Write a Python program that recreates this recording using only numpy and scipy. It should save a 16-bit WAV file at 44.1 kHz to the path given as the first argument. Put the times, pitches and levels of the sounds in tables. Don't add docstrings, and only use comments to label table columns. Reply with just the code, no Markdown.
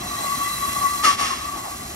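import sys
import numpy as np
from scipy import signal
from scipy.fft import rfft, irfft
from scipy.io import wavfile

SR = 44100
rng = np.random.default_rng(int(sys.argv[2]) if len(sys.argv) > 2 else 0)


def inscribe(sig):
    pcm = np.round(np.clip(np.atleast_2d(sig).T, -1, 1) * 32767)
    wavfile.write(sys.argv[1], SR, pcm.astype(np.int16))


N = 85995
T, HZ = np.arange(N) / SR, np.fft.rfftfreq(N, 1 / SR)


def amp(db):
    return 10 ** (np.asarray(db) / 20)


def unit(x):
    return x / np.sqrt(np.mean(x ** 2) + 1e-20)


def over_time(points):
    return np.interp(T, *np.transpose(points))


def over_hz(points, axis=1):
    table = np.transpose(points)
    return np.interp(np.log(HZ + 1), np.log(table[0] + 1), table[axis])


def noise(gain):
    white = rng.standard_normal((2, N))
    return unit(irfft(rfft(white) * gain, N))


def wander(rate_hz):
    low_pass = np.exp(-(HZ / rate_hz) ** 2) * (HZ > 0)
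    return unit(irfft(rfft(rng.standard_normal(N)) * low_pass, N))


def sputter(depth_db, rate_hz):
    return unit(amp(depth_db * wander(rate_hz)))


def resonance(hz, width_hz):
    return 1 / (1 + (2 * (HZ - hz) / width_hz) ** 2)


def drifting(x, shift_hz):
    turns = np.cumsum(shift_hz) / SR
    return (signal.hilbert(x) * np.exp(2j * np.pi * turns)).real


def burst(start_s, rise_s, length_s, release_s):
    t = T - start_s
    rise = np.sin(np.pi / 2 * np.clip(t / rise_s, 0, 1)) ** 2
    return rise * np.exp(-np.maximum(t - length_s, 0) / release_s)


def jet():
    # frequency in Hz, relative level per hertz in dB.
    colour = [(400, -6), (750, -3), (1500, -1.5), (2250, -2), (3000, -6), (3600, -4.5), (4700, -2.5),
              (5600, -2), (6700, -1), (7300, 3.5), (8000, -3.5), (8400, -2.5), (9900, -9), (11900, -1),
              (13500, -13), (15500, -4)]
    # time in s, treble level relative to the rest in dB.
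    treble_level = [(0, 0), (.3, 3.5), (.8, 5), (1.0, 3), (1.2, -1), (1.95, 2)]
    treble_above_hz = 7800
    treble = 1 / (1 + (treble_above_hz / (HZ + 1)) ** 10)
    steam = noise(amp(over_hz(colour))) * sputter(depth_db=0.85, rate_hz=420)
    fizz = irfft(rfft(steam) * treble, N)
    rest = steam - fizz
    return rest + fizz * amp(over_time(treble_level)) * sputter(depth_db=0.43, rate_hz=52)


def leak_ring():
    # frequency in Hz, width in Hz, level relative to the jet in dB.
    modes = [(1987, 89, -9.5), (2688, 120, -13), (3303, 96, -15.5), (3978, 66, -11), (4134, 106, -12),
             (5670, 100, -18), (6090, 43, -16.5), (7600, 93, -10)]
    drift_rms_hz, fade_start_s, fade_db_per_s = 23.4, 1, -6.5
    drift_hz = drift_rms_hz * wander(rate_hz=4.93)
    ring = 0
    for hz, width_hz, db in modes:
        band = drifting(noise(resonance(hz, width_hz)), drift_hz)
        ring = ring + amp(db) * band * sputter(depth_db=2.5, rate_hz=20.4)
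    return ring * amp(fade_db_per_s * np.maximum(T - fade_start_s, 0))


def hiss():
    # time in s, level in dB.
    level = [(0, -34.5), (.25, -30.5), (.85, -30.5), (1.0, -30.5), (1.17, -37), (1.45, -34.5), (1.95, -35)]
    return amp(over_time(level)) * (jet() + leak_ring()) * sputter(depth_db=0.5, rate_hz=31)


def rumble():
    # frequency in Hz, relative level per hertz in dB.
    colour = [(20, -36), (35, -9), (60, 2), (100, -2), (170, -3.5), (280, -1.5), (390, -5), (470, -14.5),
              (720, -2.5), (1000, -22), (3000, -18), (12000, -41)]
    start_db, db_per_s = -37.5, -0.83
    roar = noise(amp(over_hz(colour))) * sputter(depth_db=1.6, rate_hz=11)
    return amp(start_db + db_per_s * T) * roar


def whistle(waver_hz=7, waver_rate_hz=35, loud_db=-28):
    # time in s, strength in dB.
    strength = [(0, -39), (.04, -48), (.11, -32), (.22, -34.5), (.254, -28), (.304, -29.5), (.33, -20),
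                (.365, -42), (.415, -25.5), (.48, -27.5), (.605, -36.5), (.64, -21.5), (.688, -25),
                (.716, -41.5), (.77, -20.5), (.8, -30), (.858, -14.5), (.906, -25.5), (.95, -23.5),
                (.975, -31.5), (1.025, -30.5), (1.05, -15), (1.074, -13.5), (1.096, -11), (1.115, -21),
                (1.172, -44), (1.216, -21.5), (1.285, -35), (1.308, -21.5), (1.378, -41.5), (1.48, -30.5),
                (1.7, -49.5), (1.95, -58)]
    # time in s, pitch in Hz before the waver.
    pitch = [(0, 1131), (.12, 1150), (.26, 1128), (.45, 1130), (.52, 1175), (.62, 1128), (.87, 1130),
             (.93, 1160), (.99, 1110), (1.03, 1175), (1.047, 1285), (1.068, 1156), (1.11, 1134),
             (1.22, 1128), (1.32, 1073), (1.39, 1129), (1.5, 1160), (1.62, 1106), (1.95, 1142)]
    tone_db, fuzz_db = -0.5, -4
    fuzz_hz, fuzz_width_hz, fuzz_follow_db_per_db = 1126, 95, 0.32
    level_db = over_time(strength)
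    turns = np.cumsum(over_time(pitch) + waver_hz * wander(waver_rate_hz)) / SR
    tone = amp(level_db + tone_db) * unit(np.sin(2 * np.pi * turns)) * sputter(depth_db=2.33, rate_hz=87)
    fuzz_level_db = loud_db + fuzz_db + fuzz_follow_db_per_db * (level_db - loud_db)
    fuzz = amp(fuzz_level_db) * noise(resonance(fuzz_hz, fuzz_width_hz))
    return np.array([tone, np.zeros(N)]) + fuzz


def chuffs():
    # start in s, length before release in s, level in dB.
    gasps = [(0.035, 0.04, -36), (0.191, 0.055, -32.5), (0.386, 0.031, -36), (0.758, 0.094, -37.5),
             (1.193, 0.021, -31.5), (1.552, 0.046, -36.5), (1.64, 0.052, -35)]
    # frequency in Hz, relative level per hertz in dB.
    colour = [(100, -32), (280, -12), (480, -6.5), (750, 4), (1000, 0), (1600, -16.5), (4000, -25.5),
              (12000, -19)]
    rise_s, release_s = 0.0033, 0.021
    level = sum(amp(db) * burst(start_s, rise_s, length_s, release_s) for start_s, length_s, db in gasps)
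    return level * noise(amp(over_hz(colour)))


def puffs():
    # start in s, rise in s, length before release in s, release in s, level in dB,
    # sag after the rise in dB per s.
    bursts = [(1.024, 0.03, 0.12, 0.028, -15.5, -115), (1.164, 0.046, 0.092, 0.12, -23.5, -5.5)]
    # frequency in Hz, relative level per hertz in dB.
    colour = [(100, -28), (240, -1.5), (420, -5), (900, 0), (1500, -2.5), (2150, 0), (3800, -2), (5300, -3),
              (7200, -3), (9500, -8.5), (13000, -14), (15500, -39)]
    # frequency in Hz, width in Hz, level relative to the
    # steam in dB.
    modes = [(1253, 180, -7), (1805, 99, -11.5), (2163, 290, -11), (2780, 170, -9), (3293, 120, -12),
             (4370, 170, -15.5), (5140, 340, -12), (5550, 120, -11), (6320, 130, -16), (6550, 130, -30)]
    level = 0
    for start_s, rise_s, length_s, release_s, db, sag_db_per_s in bursts:
        sag_db = sag_db_per_s * np.maximum(T - start_s - rise_s, 0)
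        level = level + burst(start_s, rise_s, length_s, release_s) * amp(db + sag_db)
    steam = noise(amp(over_hz(colour)))
    ring = sum(amp(db) * noise(resonance(hz, width_hz)) for hz, width_hz, db in modes)
    return level * unit(steam + ring)


def microphone_pair(direct, diffuse):
    # frequency in Hz, likeness from 0 to 1, left minus right in dB.
    pair = [(20, .99, 1.5), (169, 1, -0.5), (360, 1, 4), (610, 0.4, -7.5), (930, 0.39, 5.5),
            (1230, 0.95, 2.5), (1460, 0.12, -0.5), (1730, 0.65, 3.5), (2120, 0.3, -5.5), (2500, 0.39, -1),
            (3440, 0.34, 0), (4200, 0.71, 0), (5300, 0.8, 0), (7500, 0.65, -2), (9200, 0.82, 1.5),
            (10100, 1, -1), (14900, 0.92, 0.5)]
    # frequency in Hz, lead of the left in radians.
    pair_lead = [(60, 0), (170, -.12), (350, -.7), (590, -3.4), (900, -8), (1100, -10.9), (1200, -11.4),
                 (1400, -12.9), (1750, -12.3), (2050, -12.5), (2500, -15.1), (3500, -15.8), (4000, -16.9),
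                 (4600, -16.9), (5300, -18.7), (6300, -17.6), (7500, -15.8), (9000, -14.4), (10300, -12.6),
                 (12000, -10.9), (13000, -9.6), (15000, -9.4)]
    likeness = np.clip(over_hz(pair), 0, 1)
    balance = amp(over_hz(pair, axis=2))
    right = likeness * direct + np.sqrt(1 - likeness ** 2) * diffuse
    right = right * np.exp(-1j * over_hz(pair_lead))
    return np.array([direct * balance, right]) * np.sqrt(2 / (1 + balance ** 2))


def scene():
    direct, diffuse = rfft(hiss() + rumble() + whistle() + chuffs() + puffs())
    return irfft(microphone_pair(direct, diffuse), N)


def record(dry):
    low_cut_hz, edge_hz = 29, 15750
    low_cut = signal.butter(4, low_cut_hz, "highpass", fs=SR, output="sos")
    band_limit = signal.firwin(511, edge_hz, window=("kaiser", 9), fs=SR)
    return signal.oaconvolve(signal.sosfilt(low_cut, dry), band_limit[None], "same")


dry = scene()
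out = record(dry)
inscribe(out)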